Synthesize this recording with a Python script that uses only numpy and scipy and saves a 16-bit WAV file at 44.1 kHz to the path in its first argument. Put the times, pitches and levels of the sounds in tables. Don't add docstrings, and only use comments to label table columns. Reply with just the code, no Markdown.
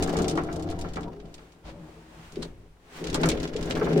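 import sys
import numpy as np
from scipy import signal
from scipy.fft import rfft, irfft
from scipy.io import wavfile
from scipy.ndimage import uniform_filter1d

SR = 44100
rng = np.random.default_rng(int(sys.argv[2]) if len(sys.argv) > 2 else 0)


def master(y):
    cut = np.clip(np.atleast_2d(y).T, -1, 1)
    pcm = np.round(cut * 32767)
    wavfile.write(sys.argv[1], SR, pcm.astype(np.int16))


N = 176400
T = np.arange(N) / SR
AGE = T[:SR // 2]
TILT_FROM_HZ = 580


def from_db(db):
    return 10 ** (np.asarray(db) / 20)


def rms_one(x):
    return x / np.sqrt(np.mean(x ** 2) + 1e-20)


def envelope(rows):
    return from_db(np.interp(T, *np.transpose(rows)))


def at_hz(points, hz):
    frequencies, values = np.transpose(points)
    return np.interp(np.log(hz + 1), np.log(frequencies), values)


def decay(t60):
    return from_db(-60 * AGE / t60)


def add(out, start_s, sound):
    i = max(int(start_s * SR), 0)
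    out[:, i:i + sound.shape[1]] += sound[:, :N - i]


def contacts(per_s, spread_db):
    hits = rng.random(N) < per_s / SR
    strength = from_db(spread_db * np.minimum(rng.exponential(1, N), 3))
    return hits * strength * rng.standard_normal((2, N))


# frequency in Hz, left-right correlation.
COHERENCE = [(40,.99),(100,.95),(170,.95),(270,.9),(450,.8),(740,.4),(1300,0),(12000,0)]
# frequency in Hz, left minus right level in dB.
BALANCE = [(50,1.5),(210,0),(350,9.5),(500,3.5),(770,2),(1800,.3),(4200,0),(6400,-2.5),(9500,6),(14000,0)]

def coloured(pair, spectrum, tilt_db=0):
    hz = np.fft.rfftfreq(pair.shape[1], 1 / SR)
    mid, side = rfft(pair)
    alike = np.clip(at_hz(COHERENCE, hz), -.99, .995)
    sign = np.array([[1], [-1]])
    field = np.sqrt(1 + alike) * mid + sign * np.sqrt(1 - alike) * side
    octaves = np.log2(np.maximum(hz / TILT_FROM_HZ, 1))
    gain_db = at_hz(spectrum, hz) + tilt_db * octaves + sign * at_hz(BALANCE, hz) / 2
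    return rms_one(irfft(field * from_db(gain_db), pair.shape[1]))


def noise(spectrum, size=N, tilt_db=0):
    return coloured(rng.standard_normal((2, size)), spectrum, tilt_db)


# frequency in Hz, relative density in dB.
AIR_SPECTRUM = [(18, -15), (30, -6), (64, 10), (173, -34), (264, -7.5), (309, -22), (1080, -10),
                (1170, -21.5), (15700, -35.5)]
RUMBLE_SPECTRUM = [(15,2),(30,-10),(52,4.5),(70,-17.5),(88,-4.5),(110,-10),(170,-12),(400,-73)]
RUSTLE_SPECTRUM = [(300,-29),(700,7),(1500,6),(2800,2),(5000,-5),(9300,-9.5),(10400,-19.5),(15500,-16.5)]
# time in seconds, relative level in dB.
RUMBLE_LEVELS = [(0.0, -33), (0.34, -44), (0.79, -37), (1.58, -61.5), (1.67, -48), (2.06, -70),
                 (2.46, -44.5), (2.9, -65), (3.14, -34.5), (3.41, -35.5), (3.51, -47), (3.56, -34.5),
                 (3.92, -47), (4.0, -47)]
RUSTLE_LEVELS = [(1.2,-69),(1.42,-59),(1.62,-67.5),(1.9,-58.5),(2.05,-60),(2.25,-53.5),(2.35,-56.5),(2.46,-55),(2.53,-65.5),(2.78,-70),(2.9,-57),(2.97,-44.5),(3.02,-48.5),(3.1,-83)]

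def background():
    rustle = envelope(RUSTLE_LEVELS) * noise(RUSTLE_SPECTRUM)
    rumble = envelope(RUMBLE_LEVELS) * noise(RUMBLE_SPECTRUM)
    return from_db(1.5) * (rustle + rumble) + from_db(-62.5) * noise(AIR_SPECTRUM)


# time in seconds, level in dB.
SCUFF_LEVELS = [(1.62,-80),(1.655,-49),(1.7,-45),(1.74,-64),(1.86,-85)]
LATCH_LEVELS = [(2.41,-79),(2.424,-41),(2.43,-32.5),(2.441,-45),(2.453,-47.5),(2.49,-90),(2.52,-92)]
# frequency in Hz, relative density in dB.
SCUFF_SPECTRUM = [(200,-5),(650,4),(1500,-3),(4000,-7.5),(9000,-22),(11000,-33),(15500,-31)]
LATCH_SPECTRUM = [(200,-19),(1000,4.5),(2200,-6),(3300,2),(4150,5.5),(5400,-6),(9000,-9),(10500,-24),(15000,-30)]

def scrapes():
    out = np.zeros((2, N))
    for levels, spectrum in (LATCH_LEVELS, LATCH_SPECTRUM), (SCUFF_LEVELS, SCUFF_SPECTRUM):
        touching = (T > levels[0][0]) * (T < levels[-1][0])
        out += envelope(levels) * touching * noise(spectrum)
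    return out


def wobble(per_s):
    steps = np.arange(0, T[-1] + 1, 1 / per_s)
    return np.interp(T, steps, rng.standard_normal(N)[:len(steps)])


# midpoint in seconds, length in seconds, pitch in Hz, level in dB.
GROAN_EVENTS = [(0.168,0.14,445,-31),(0.376,0.12,320,-27),(0.566,0.47,318,-33.5),(0.606,0.66,683.3,-42),(.7,.4,84,-36),(0.795,0.094,947,-50),(1.083,0.04,954,-41.5),(1.188,0.17,408,-44),(1.79,.2,166.7,-42.5),(1.753,0.18,567,-52),(1.851,0.073,315,-45),(1.966,.16,443,-56)]

def groans(waver_hz=11, rough_db=3.0):
    out = np.zeros(N)
    for middle, length, hz, db in GROAN_EVENTS:
        swell = np.maximum(1 - (2 * (T - middle) / length) ** 2, 0)
        phase = 2 * np.pi * np.cumsum(hz + waver_hz * wobble(per_s=86)) / SR
        out += swell * from_db(db + rough_db * wobble(per_s=84)) * np.sin(phase)
    return out * from_db([[1.2], [-1.2]])


# time in seconds, relative level in dB.
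CHATTER_LEVELS = [(0,-40.5),(.2,-40.5),(.35,-46),(.6,-49.5),(.95,-47.5),(1.08,-55),(1.4,-68.5),(1.6,-94),(2.95,-103),(3.05,-41),(3.28,-35.5),(3.38,-41.5),(3.45,-38),(3.51,-49),(3.58,-43.5),(3.8,-37.5),(4,-40)]
# frequency in Hz, relative density in dB.
CHATTER_SPECTRUM = [(60,-37),(500,7.5),(1300,11.5),(2400,5.5),(5000,0),(8500,-13),(10400,-19),(15500,-16.5)]

def chatter(per_s=520, t60=0.075, db=-2.5):
    burst = rng.standard_normal((2, len(AGE))) * decay(t60)
    touches = signal.fftconvolve(contacts(per_s, spread_db=3), burst, axes=1)[:, :N]
    return from_db(db) * envelope(CHATTER_LEVELS) * coloured(touches, CHATTER_SPECTRUM)


def ringing(modes, weight_db, detune, scatter_db=3):
    hz, db = np.transpose(modes)
    hz = hz * (1 + detune * rng.standard_normal(len(hz)))
    gains = from_db(db + weight_db + scatter_db * rng.standard_normal((2, len(hz))))
    phases = np.exp(2j * np.pi * rng.random((2, len(hz))))
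    spectrum = np.zeros((2, len(AGE) // 2 + 1), complex)
    spectrum[:, (hz * len(AGE) / SR).astype(int)] = gains * phases
    return rms_one(irfft(spectrum))


# start in seconds, relative level in dB, brightness in dB per octave.
LINK_SNAPS = [(0.024,-29.5,0.5),(0.035,-38.5,7),(0.075,-43,3),(0.092,-41,0),(0.128,-44,3),(0.137,-46,-2),(0.168,-36,2),(0.187,-38,0),(0.219,-37.5,4),(0.243,-39,-5),
              (0.281,-30,1),(.296,-35,1),(.31,-38.5,1),(0.354,-45,2),(.373,-41.5,-2),(0.435,-50,5),(0.527,-43.5,4),(0.56,-45,3),(0.595,-49.5,0),(0.624,-45.5,3),(0.688,-46.5,-7),(0.699,-46,4),(0.711,-45,0.5),
              (0.789,-45,5),(0.812,-42,2),(0.887,-51.5,-3),(0.935,-46,0),(0.958,-42,-4.5),(1.008,-51.5,3),(1.031,-47.5,-7),(1.2,-53.5,-8.5),(1.255,-59,-5),(1.341,-45.5,1.5),(1.38,-54,-7),(1.52,-59,-1),
              (2.321,-51.5,4),(2.357,-47,-6.5),
              (3.041,-38.5,-2.5),(3.07,-37,-4),(3.099,-39.5,-1),(3.129,-40,-1),(3.1435,-26.5,2),(3.213,-45,6),(3.233,-28,-7),(3.257,-34.5,5),(3.288,-26,5),(3.296,-30.5,-8),(3.315,-31.5,-5.5),
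              (3.372,-44.5,-8),(3.4,-40.5,-4),(3.43,-38.5,-3.5),(3.438,-41,-6),(3.475,-42.5,-3.5),(3.534,-44,-7),(3.563,-37,-4.5),(3.609,-46.5,-1),(3.627,-40.5,-2),(3.656,-46.5,5),(3.699,-44,12),(3.708,-30,-6),(3.752,-39.5,-6),(3.772,-49,7),(3.844,-42.5,-4),(3.89,-50,-3),(3.931,-43,-3),(3.975,-42,2)]
# frequency in Hz, relative level in dB.
LINK_RESONANCES = [(2203,-33),(2309,8),(2850,-1),(3112,-18),(3548,1),(3950,11),(4371,5),(4893,-5),(5300,0),(5658,10),(6875,15),(7197,7),(8683,-28)]
# frequency in Hz, relative density in dB.
CRACK_SPECTRUM = [(80,-61),(1500,-4.5),(3500,6.5),(7000,4),(9500,-2.5),(11000,-9),(15500,-16)]
SPRAY_SPECTRUM = [(80,-82),(600,-37),(2000,-5.5),(3300,0.5),(5000,-1.5),(7000,-5.5),(9300,-9.5),(10400,-31),(15500,-34)]

def links(attack_s=0.00047, echo_s=0.0065):
    out = np.zeros((2, N))
    mode_octaves = np.log2(np.array(LINK_RESONANCES)[:, 0] / TILT_FROM_HZ)
    spray_fade = decay(t60=0.072) + from_db(-22) * decay(t60=0.085)
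    for start, db, tilt in LINK_SNAPS:
        crack = from_db(2) * noise(CRACK_SPECTRUM, len(AGE), tilt) * decay(t60=0.035)
        spray = noise(SPRAY_SPECTRUM, len(AGE), tilt) * spray_fade
        ring = from_db(-7) * ringing(LINK_RESONANCES, tilt * mode_octaves, detune=.016) * decay(t60=0.055)
        snap = from_db(db) * (crack + spray + ring) * (1 - np.exp(-AGE / attack_s))
        add(out, start, snap)
        echo = from_db(-9) * snap[::-1]
        add(out, start + echo_s * rng.uniform(.5, 2.0), echo)
    return out


# start in seconds, relative level in dB, most excited frequency in Hz.
BAR_BLOWS = [(.081,-34.5,1660),(0.155,-33,1150),(.188,-33.5,1170),(.376,-24,1380),(0.487,-35.5,1320),(.72,-43.5,1370),(.847,-39,1400),(.969,-32,1160),(1.39,-52,1300),(2.768,-64,1290),(3.147,-29,1040),(3.234,-24,1990),(3.256,-28.5,1250),(3.703,-34.5,1550),(3.768,-34,1750),(3.813,-30.5,1300),(3.869,-30.5,1200)]
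# frequency in Hz, relative level in dB.
BAR_RESONANCES = [(680,8.5),(856,8.5),(1048,-6),(1140,-8),(1212,2),(1345,7),(1380,-3.5),(1544,1),(1700,3.5),(1966,-2.5),(2203,-3),(2305,0)]
# frequency in Hz, relative density in dB.
CLANK_SPECTRUM = [(40,-49),(150,-25),(400,-5),(700,-4),(1100,3),(1400,-1.5),(1700,-4.5),(2200,-10.5),(3200,-21),(8000,-62),(15000,-67)]

def bars(attack_s=0.00031, focus_db=6, focus_octaves=0.19):
    out = np.zeros((2, N))
    mode_hz = np.array(BAR_RESONANCES)[:, 0]
    for start, db, hz in BAR_BLOWS:
        favoured_db = focus_db * np.exp(-(np.log2(mode_hz / hz) / focus_octaves) ** 2)
        spray = from_db(-2) * noise(CLANK_SPECTRUM, len(AGE)) * decay(t60=0.16)
        ring = ringing(BAR_RESONANCES, favoured_db, detune=0.002) * decay(t60=0.11)
        add(out, start, from_db(db) * (spray + ring) * (1 - np.exp(-AGE / attack_s)))
    return out


# start in seconds, relative level in dB, pitch in Hz.
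FRAME_KNOCKS = [(0.048,-38,163),(0.201,-23.5,392),(0.241,-26,362),(0.373,-21,318),(1.219,-49,407),(1.241,-34,174),(1.735,-51,171),(2.195,-47,164),(2.369,-23,368),(2.388,-29.5,237),(2.598,-43,100),(3.013,-26.5,354),(3.144,-28,300),(3.242,-19,380),(3.329,-21.5,431),(3.552,-23.5,443),(3.814,-18.5,444),(3.866,-22,385),(3.963,-18,378)]

def knocks(swell_s=0.006):
    out = np.zeros((2, N))
    swing = (AGE / swell_s * np.exp(1 - AGE / swell_s)) ** 2
    boom_shape = from_db(-10) * decay(t60=0.3) * (1 - np.exp(-AGE / swell_s))
    for start, db, hz in FRAME_KNOCKS:
        panel = np.sin(2 * np.pi * hz * AGE) * swing * from_db([[2], [0]])
        boom = noise([(hz / 4, -36), (hz / 2, -9), (hz, 0), (hz * 2, -18), (hz * 20, -110)], len(AGE))
        add(out, start, from_db(db) * (panel + boom * boom_shape))
    return out


# frequency in Hz, then relative levels in dB folding, at rest and dragging.
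CABIN_RESONANCES = [(51.9,-3.5,1.5,-29),(68.4,-10.5,-9,-11),(84.1,-0.5,-6,-25),(123.4,-10,-5,-27),(160.2,-6.5,4,0),(167.1,6.5,-7,4),(231.8,-15,-2.5,-4.5),(260.7,-6,-38,1),(290,3.5,-33,-8),(319.4,-4,1,0),(341,-5.5,-41,-12),(359.4,3,-6,-3),(414.6,-7,-28,0.5),(444.3,1.5,-15,-7),(548.4,-17,-15,-9.5),(594,-19,-28,-14),(673.6,-5.5,-26,-15.5),(761.5,-4.5,-25,-14),(884,-15,-11,-19)]

def cabin(column, t60):
    body = 0
    for mode in CABIN_RESONANCES:
        hz, db = mode[0], mode[column]
        pole = from_db(-60 / (t60 * SR)) * np.exp(2j * np.pi * hz / SR)
        octave = signal.butter(2, [hz / np.sqrt(2), hz * np.sqrt(2)], "band", fs=SR, output="sos")
        drive = signal.sosfilt(octave, rng.standard_normal(N + SR))
        ring = signal.lfilter([1], [1, -pole], drive)[SR:]
        running_rms = np.sqrt(uniform_filter1d(np.abs(ring) ** 2, size=6000))
        body = body + from_db(db) * ring.real / running_rms
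    return rms_one(body) * from_db([[.8], [-.8]])


# time in seconds, relative level in dB.
FOLD_LEVELS = [(0,-20),(.1,-23),(.21,-21),(.32,-24),(.5,-30),(.72,-30.5),(.87,-33),(.95,-40.5),(.98,-29.5),(1.08,-35.5),(1.19,-43.5),(1.25,-43),(1.32,-45),(1.5,-52.5),(1.64,-53.5)]
REST_LEVELS = [(1.63,-61),(1.655,-44.5),(1.8,-45.5),(1.93,-48),(2.05,-51),(2.18,-46),(2.28,-53),(2.34,-52)]
DRAG_LEVELS = [(2.33,-47),(2.39,-41.5),(2.46,-41),(2.54,-54.5),(2.65,-53.5),(2.73,-64.5),(2.92,-54),(2.99,-42.5),(3.04,-31.5),(3.11,-33.5),(3.17,-28),(3.26,-21.5),(3.35,-28.5),(3.46,-32.5),(3.53,-37),(3.6,-32.5),(3.78,-27.5),(3.85,-23.5),(3.92,-22.5),(4,-19.5)]
# frequency in Hz, relative density in dB.
FOLD_SPECTRUM = [(65,-65),(140,0),(220,0),(300,-3.5),(460,-5.5),(540,-4.5),(760,-7),(880,-15.5),(1370,-18),(1600,-34),(2500,-47),(5000,-70),(12000,-120)]
REST_SPECTRUM = [(65,-19),(200,2),(400,2),(600,3),(1000,-5),(2500,-23),(9000,-70)]
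DRAG_SPECTRUM = [(65,-25),(120,-3.5),(170,6.5),(200,-1),(260,-2),(420,4.5),(560,1),(730,-7.5),(950,-16.5),(2500,-22),(5000,-62),(12000,-120)]

def rollers():
    def stage(levels, spectrum, column, bumps_per_s, direct_db, ring_db, t60):
        running = envelope(levels) * (T >= levels[0][0]) * (T <= levels[-1][0])
        bumps = coloured(contacts(bumps_per_s, spread_db=1.0), spectrum)
        return running * (from_db(direct_db) * bumps + from_db(ring_db) * cabin(column, t60))

    fold = stage(FOLD_LEVELS, FOLD_SPECTRUM, 1, bumps_per_s=900, direct_db=-7, ring_db=-6, t60=0.72)
    rest = stage(REST_LEVELS, REST_SPECTRUM, 2, bumps_per_s=1400, direct_db=-7, ring_db=-2, t60=0.55)
    drag = stage(DRAG_LEVELS, DRAG_SPECTRUM, 3, bumps_per_s=830, direct_db=-5, ring_db=-2.5, t60=0.6)
    return fold + rest + drag


def scene():
    return links() + bars() + knocks() + chatter() + groans() + scrapes() + rollers() + background()


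def record(dry):
    return signal.sosfilt(signal.ellip(10, .2, 80, 16000, fs=SR, output="sos"), dry)


dry = scene()
out = record(dry)
master(out)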